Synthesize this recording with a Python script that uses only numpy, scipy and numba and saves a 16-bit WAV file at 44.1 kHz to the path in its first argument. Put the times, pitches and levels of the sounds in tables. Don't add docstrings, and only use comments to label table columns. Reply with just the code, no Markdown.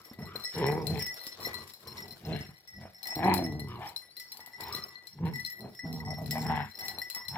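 import sys
import numpy as np
from scipy import signal
from scipy.io import wavfile
from scipy.ndimage import uniform_filter1d
from numba import njit

SR = 44100
rng = np.random.default_rng(int(sys.argv[2]) if len(sys.argv) > 2 else 0)


def attenuation_scalar(level_db):
    decades = np.asarray(level_db, float) / 20
    return 10 ** decades


def dump(signal):
    limited = np.clip(np.atleast_2d(signal).T, -1, 1)
    pcm = np.round(limited * 32767).astype(np.int16)
    wavfile.write(sys.argv[1], SR, pcm)


N = 325017

# time_s, chest_effort_db, jaw_opening_db (mouth over chest), mouth_hz, beats_hz
GROWL_CURVES = [
    [(0.53, -79.5, -23, 854, 150.9), (0.55, -40.5, -7.5, 880, 154.1), (0.6, -32.5, -6, 870, 169.9),
     (0.65, -33.5, -3, 920, 120.7), (0.71, -29, -9, 760, 153), (0.82, -35.5, -9.5, 940, 156),
     (0.87, -34, -16, 606, 147.2), (0.92, -26.5, -18, 608, 159.2), (0.98, -36.5, -11, 830, 141.6),
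     (1.04, -50, -11, 825, 140.7), (1.16, -69, -11, 930, 140)],
    [(3.145, -73, 8, 763, 150.7), (3.165, -38, -2, 730, 156.5), (3.236, -37, 4, 753.4, 179.8),
     (3.254, -26.5, 4.5, 783, 192.2), (3.33, -31, 0, 904, 180.5), (3.4, -34.5, -2, 660, 181),
     (3.5, -35, -13.5, 680.4, 156.4), (3.59, -37.5, -18.5, 621.4, 141.7), (3.71, -43.5, -14.5, 790, 123.1),
     (3.8, -48, 2.5, 770, 118.4), (3.98, -72, -3, 918, 113.1)],
    [(5.82, -73.5, -19, 701, 163.5), (5.845, -35.5, -15.5, 687, 173.8), (5.93, -35.5, -19, 710, 150.6),
     (6.02, -37.5, -15.5, 898.3, 159.7), (6.13, -34.5, -7.5, 647.5, 148.5), (6.16, -47, -27, 852, 144.2),
     (6.18, -42, -4.5, 758, 149.8), (6.23, -34.5, -12.5, 588.8, 161.1), (6.29, -35.5, -25, 639.3, 146.9),
     (6.36, -36.5, 2, 727, 150.1), (6.41, -31.5, -12.5, 795.5, 150.6), (6.51, -29, -2.5, 835, 154.5),
     (6.61, -36.5, -1.5, 865.3, 144.8), (6.7, -56, -12, 961, 138.4)],
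]
# throat_hz, over_chest_db, share of the jaw opening it follows
GROWL_THROATS = [(400, 6, 1), (348, -3.5, 0.23), (415.5, -17, 0.031)]
# peak_s, hold_s, chest_db, jaw_opening_db, mouth_hz
GRUNTS = [(0.213, 0.02, -43.5, -8, 600), (2.293, 0.029, -30.5, -11, 645), (2.776, 0.037, -47.5, -26, 704),
          (5.229, 0.048, -28.5, -18.5, 892), (5.63, 0.02, -44.5, -4.5, 624.7), (7.317, 0.05, -44, -50, 880)]
# throat_hz, over_chest_db, share of the jaw opening it follows
GRUNT_THROAT = (392, 0.47, 0.85)
# peak_s, hold_s, mouth_db, mouth_hz, depth_db (chest over mouth)
PANTS = [(0.001, 0.0026, -57.5, 1290, -6.5), (0.28, 0.1, -52, 1320, -3.5), (1.406, 0.21, -52.5, 1100, -0.5),
         (1.869, 0.15, -56, 1040, 1.5), (2.039, 0.057, -58.5, 700, 3.5), (2.824, 0.012, -52.5, 650, -7.5),
         (3.069, 0.059, -51.5, 777, -12), (3.707, 0.044, -49, 1220, -13), (3.82, 0.013, -42, 825, -20.5),
         (4.341, 0.15, -61.5, 886, -14.5), (4.621, 0.054, -46.5, 868, -6.5),
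         (4.709, 0.081, -48.5, 1250, -4), (4.886, 0.041, -62.5, 1074, -7),
         (6.816, 0.16, -52.5, 782.2, -5.5), (7.181, 0.023, -53, 985, -14),
         (7.353, 0.031, -41.5, 875, -31.5)]
# peak_s, hold_s, level_db, lips_db (gain of the upper rasp)
SNARLS = [(0.587, 0.096, -43, -1.5), (0.74, 0.037, -54, -19), (0.928, 0.097, -51, -1.5),
          (2.302, 0.091, -49, 3), (3.24, 0.085, -38, -11), (3.37, 0.021, -47.5, -9),
          (3.711, 0.045, -78, 5.5), (3.806, 0.027, -81, -2), (5.256, 0.031, -53.5, -2),
          (6.341, 0.13, -51, -12.5), (6.484, 0.12, -42.5, -5.5)]
# chest_db, throat_db, mouth_db, rasp_db
REST_DB = [-75, -104, -108.5, -76]
# time_s, half_db (tone at half the beat rate), upper_db (at one and a half times)
BEAT_LIMP = [(0.55, 2, -16), (0.65, -5, -8), (0.75, -13, -30), (0.96, 8.5, -7), (2.3, -0.5, -5),
             (3.2, 5, 4), (3.43, 1.5, 16.5), (3.6, 11, -6.5), (5.25, -2.5, -6.5), (5.86, -9.5, 7),
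             (6.1, 1, -13), (6.33, -4.5, 8), (6.47, -0.5, -0.5), (6.6, -1, 2), (7.33, 14, -11)]
# centre_hz, width_hz, level_db
RASP_MODES = [(1736, 360, 20), (2305, 320, 17.5), (2865, 150, 20), (4000, 990, 10)]
# peak_s, level_db (grass hiss above 6 kHz)
SCUFFLES = [(0.001, -64), (0.551, -55.5), (0.9, -56.5), (1.15, -58.5), (1.457, -51), (1.97, -58),
            (2.28, -59), (3.204, -59), (3.86, -64), (4.352, -73), (4.76, -57.5), (5.439, -72.5),
            (5.97, -64.5), (6.2, -66), (6.44, -57.5), (6.83, -61.5), (7.101, -66.5), (7.36, -81)]
# band_hz, density_db (per Hz)
GRASS_COLOUR = [(300, 8), (800, 5), (1500, 0), (2800, -6.5), (4500, 6.5), (7000, -7.5), (11000, -9),
                (15500, -9.5)]
# band_hz, likeness (0-1)
GRASS_LIKENESS = [(60, 0.9), (240, 0.62), (950, 0.47), (1300, 0), (15000, 0)]
# band_hz, left_over_right_db
GRASS_LEAN = [(400, 0.3), (1300, 4), (4400, 5), (15000, 7)]
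# start_s, tick_db, ring_db, place_deg (on the rim)
BELL_TOUCHES = [(0.052, -46, -49, 54), (0.133, -51, -40, 46), (0.22, -58, -29.5, 104),
                (0.255, -48, -47, 300), (0.358, -40.5, -27, 347), (0.398, -46, -30, 276),
                (0.4393, -43, -25.5, 300), (0.447, -59, -15.5, 125), (0.495, -59, -32, 180),
                (0.58, -38, -21, 106), (0.665, -32, -12.5, 101), (0.719, -37, -37, 300),
                (0.869, -28.5, -20, 308), (0.9734, -42, -39, 300), (0.993, -34.5, -16, 121),
                (1.0227, -35, -13.5, 129), (1.064, -33.5, -12.5, 117), (1.142, -39, -34, 124),
                (1.194, -55, -33, 320), (1.267, -30.5, -26, 134), (1.318, -58, -38, 300),
                (1.401, -51, -37, 270), (1.4493, -60, -18, 22), (1.5424, -35.5, -16.5, 353),
                (1.6766, -42.5, -38, 120), (1.736, -42, -35, 260), (1.873, -39, -29, 250),
                (1.9817, -55, -20, 49), (2.005, -41, -49, 60), (2.0805, -45.5, -37, 250),
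                (2.108, -47, -36, 300), (2.125, -54, -35.5, 270), (2.328, -68, -31, 304),
                (2.364, -50, -32, 360), (2.3914, -48, -32, 377), (2.675, -49, -26.5, 114),
                (2.735, -66, -31.5, 84), (2.811, -53, -35, 122), (2.946, -59, -32, 125),
                (3.03, -36.5, -21, 250), (3.056, -38.5, -23.5, 49), (3.071, -32.5, -20, 125),
                (3.104, -50, -15, 125), (3.154, -35, -31, 300), (3.2429, -40, -15.5, 23),
                (3.2704, -42, -36, 41), (3.297, -50, -29.5, 300), (3.339, -22.5, -17.5, 352),
                (3.3768, -33, -19, 262), (3.439, -50, -18, 122), (3.463, -42, -21, 35),
                (3.523, -48, -31, 9.1), (3.595, -40.5, -19, 364), (3.685, -49, -43, 144),
                (3.758, -56, -38, 360), (3.889, -44, -42, 300), (3.9624, -36, -21.5, 271),
                (4.021, -51, -37, 53), (4.1674, -40, -25, 360), (4.1984, -34, -22.5, 104),
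                (4.319, -36, -30.5, 330), (4.371, -40, -60, 59), (4.404, -47, -28, 96),
                (4.461, -40.5, -30.5, 22), (4.533, -65, -23, 83), (4.607, -34, -23.5, 101),
                (4.6344, -43.5, -33, 255), (4.725, -39, -23, 220), (4.749, -34, -15.5, 350),
                (4.906, -58, -32, 43), (4.956, -76, -24, 361), (5.0707, -41, -31, 250),
                (5.254, -47.5, -37, 260), (5.336, -46, -16, 99), (5.358, -38, -16.5, 78),
                (5.397, -40, -25, 9.2), (5.449, -40, -20, 286), (5.462, -37, -17.5, 107),
                (5.501, -39.5, -21.5, 49), (5.524, -51, -25, 400), (5.576, -70, -35, 22),
                (5.6064, -46.5, -35, 303), (5.7495, -47, -31, 129), (5.792, -59, -17.5, 99),
                (5.928, -41, -29, 220), (6.05, -55, -26, 111), (6.105, -51, -18, 108),
                (6.2599, -40, -32.5, 313), (6.309, -24.5, -11, 105), (6.381, -38, -32.5, 165),
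                (6.465, -40, -21, 114), (6.561, -46, -24, 110), (6.607, -69, -31, 36.3),
                (6.655, -55, -56, 175), (6.7129, -62, -36, 335), (6.789, -37, -18, 107),
                (6.8518, -39, -27.5, 103), (6.882, -28.5, -15, 363), (6.947, -65, -28, 250),
                (6.9853, -39, -23.5, 303), (7.017, -36, -14.5, 108), (7.1, -31, -29, 296),
                (7.148, -30.5, -13.5, 112), (7.252, -49, -25.5, 374), (7.283, -33, -18, 229)]
# pitch_hz, level_db, t60_s, left_over_right_db
BELL_MODES = [
    [(1974, -8.5, 0.41, 6), (1996, -15.5, 0.31, 2.5)],
    [(4092, 2, 0.056, 11), (4150, -2.5, 0.2, 9.5), (11400, -29, 0.19, -2)],
    [(5397, -3, 0.47, -1.5), (5303, -1, 0.16, 3), (8045, -29, 0.14, 35), (10300, -20, 0.064, 11),
     (14200, -34.5, 0.051, 39)],
]
RING_PLACES = [60, 300, 180]
# centre_hz, width_hz, level_db
TICK_MODES = [(4620, 1540, 4), (7970, 770, 1.5), (9800, 4800, -5), (12370, 930, 6.5), (16000, 1500, 0.5)]
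# centre_hz, width_hz, level_db
SHIMMER_MODES = [(7450, 280, -3), (10507, 103, 2.5), (12140, 290, 3), (14580, 680, -1.5)]
# start_s, level_db, ground_hz
PAW_FALLS = [(0.113, -35.5, 238), (0.188, -30.5, 204), (0.224, -31, 186), (0.355, -29.5, 484),
             (1.269, -41, 306), (1.397, -35.5, 630), (1.471, -26, 470), (1.871, -38.5, 430),
             (2.124, -40.5, 153), (2.407, -33, 148.8), (2.49, -35.5, 154), (2.854, -31.5, 660),
             (4.394, -38, 845), (4.475, -40.5, 890), (4.604, -31, 880), (4.749, -33.5, 400),
             (5.648, -33.5, 187), (6.167, -48, 150.9), (6.98, -31.5, 790), (7.165, -34.5, 960)]
# time_s, pitch_hz, level_db
WHISTLE_GLIDE = [(4.06, 3750, -94), (4.085, 3900, -58), (4.135, 4600, -56), (4.225, 4620, -59),
                 (4.26, 4430, -55), (4.33, 4540, -57), (4.39, 4550, -57), (4.425, 4200, -59),
                 (4.45, 4100, -100)]
# delay_s, level_db
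ECHOES = [(.004, -16.5), (0.009, -15.5), (0.022, -12.5), (.041, -15.5)]
# centre_hz, width_hz, depth (0-1)
TREBLE_DIPS = [(2800, 5200, 0.22), (6320, 1110, 0.62), (9050, 1050, 0.5)]

TIME_S = np.arange(N) / SR
STEPS_S = np.arange(0, N / SR + .002, .001)
THROAT_AIR, MOUTH_AIR, RASP_AIR, STEADY_AIR = .6, .65, 2.6, .55
GRUNT_HZ, PITCH_HZ_PER_DB = 153, 1.3
PANT_THROAT_DB, PANT_RASP_DB, PANT_THROAT_HZ, PANT_CHEST_HZ = -2, -7.5, 375, 136.66
OFF_PLACE_DB = 16.5
RING_KEPT = 0.7
RATTLE_DB = 1
STILL_DB = -73.5
RIGHT_LAG_S = 0.000094


def rms_one(x):
    return x / np.sqrt(np.mean(x ** 2) + 1e-20)


def in_time(rows):
    s, *columns = np.transpose(rows)
    return [np.interp(TIME_S, s, column) for column in columns]


def at_hz(points, hz):
    point_hz, values = np.transpose(points)
    return np.interp(np.log(hz), np.log(point_hz), values)


def drift(rate_hz):
    r = np.exp(-2 * np.pi * rate_hz / SR)
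    noise = rng.standard_normal(N + SR)
    return rms_one(signal.lfilter([1], [1, -2 * r, r * r], noise)[SR:])


def band_pass(x, order, low_hz, top_hz):
    return signal.sosfilt(signal.butter(order, [low_hz, top_hz], "band", fs=SR, output="sos"), x)


@njit
def moving_poles(x, radius, cosine):
    out = np.zeros(len(x))
    for i in range(2, len(x)):
        drive = (1 - radius ** 2) / 2 * (x[i] - x[i - 2])
        out[i] = drive + 2 * radius * cosine[i] * out[i - 1] - radius ** 2 * out[i - 2]
    return out


def resonance(x, hz, width_hz):
    cosine = np.cos(2 * np.pi * hz / SR) + np.zeros(N)
    return moving_poles(x + 1e-18, np.exp(-np.pi * width_hz / SR), cosine)


def double_resonance(x, hz, first_width_hz, second_width_hz):
    return resonance(resonance(x, hz, first_width_hz), hz, second_width_hz)


def resonances(x, modes):
    return sum((-1) ** k * attenuation_scalar(db) * resonance(x, hz, width_hz)
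               for k, (hz, width_hz, db) in enumerate(modes))


def evened(x, span_s):
    return x / np.sqrt(uniform_filter1d(x ** 2, size=int(span_s * SR)) + 1e-12)


def panned(x, db):
    return x * attenuation_scalar(np.array([[db / 2], [-db / 2]]))


def burst_db(s, hold_s, db, rise_db_per_s, fall_db_per_s):
    rise = rise_db_per_s * np.maximum(s - STEPS_S, 0)
    fall = fall_db_per_s * np.maximum(STEPS_S - s - hold_s, 0)
    return db - rise - fall


def summed_db(levels, rest_db):
    return 10 * np.log10(np.sum(attenuation_scalar(np.array(levels)) ** 2, axis=0) + attenuation_scalar(rest_db) ** 2)


def voiced_sound(effort_db, opening_db, mouth_hz, beats_hz, throat):
    throat_hz, over_chest_db, follows = throat
    throat_db = effort_db + over_chest_db + follows * opening_db
    return effort_db, throat_db, effort_db + opening_db, beats_hz, throat_hz, mouth_hz


def vocal_controls():
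    sounds, rasp = [], []
    for s, hold_s, db, _ in SNARLS:
        rasp.append(burst_db(s, hold_s, db, rise_db_per_s=253, fall_db_per_s=185))
    for rows, throat in zip(GROWL_CURVES, GROWL_THROATS):
        s, effort_db, *shape = np.transpose(rows)
        effort_db = np.interp(STEPS_S, s, effort_db, left=-120, right=-120)
        shape = [np.interp(STEPS_S, s, column) for column in shape]
        sounds.append(voiced_sound(effort_db, *shape, throat))
    for s, hold_s, db, opening_db, mouth_hz in GRUNTS:
        effort_db = burst_db(s, hold_s, db, rise_db_per_s=353, fall_db_per_s=173)
        beats_hz = GRUNT_HZ + PITCH_HZ_PER_DB * np.maximum(effort_db + 35, -30)
        sounds.append(voiced_sound(effort_db, opening_db, mouth_hz, beats_hz, GRUNT_THROAT))
    for s, hold_s, db, mouth_hz, depth_db in PANTS:
        air_db = burst_db(s, hold_s, db, rise_db_per_s=300.5, fall_db_per_s=180)
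        chest_db = air_db + depth_db
        sounds.append((chest_db, chest_db + PANT_THROAT_DB, air_db, PANT_CHEST_HZ, PANT_THROAT_HZ, mouth_hz))
        rasp.append(air_db + PANT_RASP_DB)
    parts = [np.array([column + 0 * STEPS_S for column in part]) for part in zip(*sounds)]
    levels, tunings = parts[:3], parts[3:]
    shares = [attenuation_scalar(np.maximum(level, -300)) ** 2 for level in levels]
    tunings = [np.sum(share * hz, axis=0) / np.sum(share, axis=0) for share, hz in zip(shares, tunings)]
    levels = [summed_db(level, rest_db) for level, rest_db in zip([*levels, rasp], REST_DB)]
    return in_time(np.transpose([STEPS_S, *levels, *tunings]))


def lips_db():
    s, hold_s, _, db = np.transpose(SNARLS)
    return np.interp(TIME_S, s + hold_s / 2, db)


def folds(beats_hz, jitter, uneven_db, weak_db):
    cycles = np.cumsum(beats_hz * np.exp(jitter * drift(40) + .03 * drift(8))) / SR
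    count = cycles.astype(int)
    sizes = attenuation_scalar(uneven_db * rng.standard_normal(N)[count] + weak_db * (count % 2))
    beats = sizes * (np.diff(count, prepend=0) > 0)
    return beats, sizes * np.exp(-3.0 * (cycles % 1))


def dogs():
    chest_db, throat_db, mouth_db, rasp_db, beats_hz, throat_hz, mouth_hz = vocal_controls()
    beats, opening = folds(beats_hz, jitter=.045, uneven_db=2.0, weak_db=-4)
    voiced = np.clip((chest_db + 54.0) / 14, 0, 1)
    air = rng.standard_normal(N) * (1 - voiced + voiced * rms_one(opening))
    leak = STEADY_AIR * rng.standard_normal(N)

    def hoarse(share):
        return voiced * rms_one(beats) + (share + 1 - voiced) * air

    half_db, upper_db = in_time(BEAT_LIMP)
    chest = double_resonance(hoarse(0.29), beats_hz, 45, 120)
    chest = chest + attenuation_scalar(half_db) * resonance(hoarse(0.9), beats_hz / 2, 94)
    chest = chest + attenuation_scalar(upper_db) * double_resonance(hoarse(0.21), 3 * beats_hz / 2, 56, 89)
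    chest = chest - resonance(chest, 2 * beats_hz, 110)
    chest = band_pass(chest, 3, 68, 280)

    throat = double_resonance(hoarse(THROAT_AIR), throat_hz, 110, 150)
    mouth = double_resonance(hoarse(MOUTH_AIR) + MOUTH_AIR * leak, mouth_hz, 230, 260)
    mouth = mouth - resonance(mouth, 1452, 600)
    panted = double_resonance(air, mouth_hz, 470, 420)
    mouth = mouth + 0.6 * (1.2 - voiced) * panted

    hiss = hoarse(RASP_AIR) + RASP_AIR * leak
    jaw = 1 + .05 * drift(7)
    sliding = [(hz * jaw, width_hz, db) for hz, width_hz, db in RASP_MODES]
    rasp = resonances(hiss, sliding[:2]) + attenuation_scalar(lips_db()) * resonances(hiss, sliding[2:])
    rasp = band_pass(rasp, 3, 1450, 4200)

    flutter_db = 1.3 * drift(14) + 2 * drift(35)
    low = attenuation_scalar(chest_db) * evened(chest, 0.043) + attenuation_scalar(throat_db) * evened(throat, 0.086)
    low = low + attenuation_scalar(mouth_db + flutter_db) * evened(mouth, 0.047)
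    rasp = attenuation_scalar(rasp_db + flutter_db) * evened(rasp, 0.2)
    return panned(low, 0.072) + panned(rasp, 9.9)


def scuffling():
    bouts = [burst_db(s, 0, db, rise_db_per_s=71, fall_db_per_s=58) for s, db in SCUFFLES]
    return in_time(np.transpose([STEPS_S, summed_db(bouts, STILL_DB)]))[0]


def grass():
    out, high_power, together = 0, 0, drift(39)
    edges_hz = 300 * 2 ** np.arange(0, 6.1, .5)
    grain_db = 0.6 * np.minimum(rng.exponential(1, N), 6)
    grains = attenuation_scalar(grain_db) * (rng.random(N) < 900 * attenuation_scalar(5.0 * drift(12)) / SR)
    crackle = 1 + rms_one(uniform_filter1d(grains, size=20))
    noises = rng.standard_normal((2, 2, N)) * crackle
    for k, (low_hz, top_hz) in enumerate(zip(edges_hz, edges_hz[1:])):
        mid, side = band_pass(noises[k % 2], 2, low_hz, top_hz)
        hz = np.sqrt(low_hz * top_hz)
        alike = at_hz(GRASS_LIKENESS, hz)
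        patchy_db = 2 * together + 2.8 * drift(15)
        stereo = np.sqrt(1 + alike) * mid + np.sqrt(1 - alike) * side * [[1], [-1]]
        band = panned(attenuation_scalar(at_hz(GRASS_COLOUR, hz) + patchy_db) * stereo, at_hz(GRASS_LEAN, hz))
        out = out + band
        high_power = high_power + np.mean(band ** 2) * (hz > 6000)
    return attenuation_scalar(scuffling()) * out / np.sqrt(high_power)


def ring_starts(s, struck, t60):
    heights = [struck[0]]
    for gap_s, blow in zip(np.diff(s), struck[1:]):
        left_over = RING_KEPT * heights[-1] * attenuation_scalar(-60 * gap_s / t60)
        heights.append(np.hypot(blow, left_over))
    return np.array(heights)


def fading(pulses, t60):
    return signal.lfilter([1], [1, -attenuation_scalar(-60 / (t60 * SR))], pulses)


def bell_ringing(s, rings_db, last, since_s, rattle, shift):
    out = np.zeros((2, N))
    for ring_db, modes in zip(rings_db, BELL_MODES):
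        waver_db = 2.6 * drift(22)
        for hz, db, t60, side_db in modes:
            phase, spread = rng.random((2, 400))
            blow_db = ring_db + db + 3.24 * (spread[:len(s)] - 3.0)
            level = ring_starts(s, attenuation_scalar(blow_db), t60)[last] * attenuation_scalar(-60 * since_s / t60) * (TIME_S >= s[0])
            light = fading(rattle * attenuation_scalar(db + 9.7 * rng.standard_normal(N)), 0.17 * t60)
            level = uniform_filter1d(level + light, size=100) * attenuation_scalar(waver_db)
            turns = hz * np.cumsum(shift) / SR + uniform_filter1d(0.69 * phase[last], size=220)
            turns = turns + np.array([[0], [1]]) * (0.23 + 0.35 * drift(3.55))
            out += panned(level, side_db) * np.sin(2 * np.pi * turns)
    return out


def bell_contact(touch, last, since_s, rattle, detune):
    burst = touch * (attenuation_scalar(-60 * since_s / 0.011) + 0.22 * attenuation_scalar(-60 * since_s / 0.27))
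    tail = touch * 0.73 * attenuation_scalar(-60 * since_s / 0.072)
    light = fading(rattle * attenuation_scalar(2.1 * rng.standard_normal(N)), 0.044)
    shared, *own = rng.standard_normal((3, N))
    colour_db = 4.5 * rng.standard_normal((400, 4))[last].T
    shimmer = [(hz * (1 + .02 * off), width_hz, db)
               for off, (hz, width_hz, db) in zip(detune, SHIMMER_MODES)]
    sides = []
    for noise in shared + 0.9 * np.array(own):
        tick = resonances((burst + 0.7 * light) * noise, TICK_MODES)
        hissing = (tail + 2.5 * light) * noise
        sides.append(tick + sum(resonances(hissing * attenuation_scalar(db), [mode]) for db, mode in zip(colour_db, shimmer)))
    return panned(np.array(sides), 6.5)


def bell():
    s, tick_db, ring_db, place = np.transpose(BELL_TOUCHES)
    rings_db = [ring_db - OFF_PLACE_DB * (1 - np.cos(np.radians(place - best))) for best in RING_PLACES]
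    last = np.maximum(np.searchsorted(s, TIME_S, side="right") - 1, 0)
    since_s = np.abs(TIME_S - s[last])
    detune = rng.standard_normal((400, 5))[last].T
    shift = 1 + 0.003 * drift(4) + 0.002 * drift(18)
    shift = shift + 0.003 * detune[4]
    rattle = (rng.random(N) < 90 * attenuation_scalar(4.0 * drift(5)) / SR) * attenuation_scalar(scuffling() + RATTLE_DB)
    touch = attenuation_scalar(tick_db[last]) * (TIME_S >= s[0])
    ringing = bell_ringing(s, rings_db, last, since_s, rattle, shift)
    return ringing + bell_contact(touch, last, since_s, rattle, detune)


def paws():
    out = np.zeros(N)
    for s, db, hz in PAW_FALLS:
        start = round(s * SR)
        t = np.arange(min(4000, N - start)) / SR
        push = np.sin(2 * np.pi * hz * t) * np.exp(-t * hz / 1.1)
        dust = uniform_filter1d(rng.standard_normal(4000), size=12)[:len(t)]
        puff = 0.37 * dust * np.exp(-t / 0.028)
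        out[start:][:len(t)] += attenuation_scalar(db) * (push + puff)
    return out


def whistle():
    hz, db = in_time(WHISTLE_GLIDE)
    return attenuation_scalar(db + 1.6 * drift(20)) * np.sin(2 * np.pi * np.cumsum(hz) / SR)


def yard(x):
    dull, out = signal.lfilter([.3], [1, -.7], x), x.copy()
    for s, db in ECHOES:
        for side, stretch in enumerate([1, 1.03]):
            lag = round(s * stretch * SR)
            out[side, lag:] += attenuation_scalar(db) * dull[side, :-lag]
    return out


def scene():
    return yard(dogs() + paws()) + bell() + grass() + panned(whistle(), 5.4)


def top_cut(x):
    return signal.sosfilt(signal.butter(12, 16990, fs=SR, output="sos"), x)


def record(dry):
    samples = np.arange(N)
    x = np.array([dry[0], np.interp(samples - RIGHT_LAG_S * SR, samples, dry[1])])
    for hz, width_hz, depth in TREBLE_DIPS:
        x = x - depth * np.array([resonance(side, hz, width_hz) for side in x])
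    x = signal.sosfilt(signal.butter(3, 50, "high", fs=SR, output="sos"), x)
    x = signal.sosfilt(signal.cheby2(8, 30, 16150, fs=SR, output="sos"), x)
    return top_cut(x)


dry = scene()
out = record(dry)
dump(out)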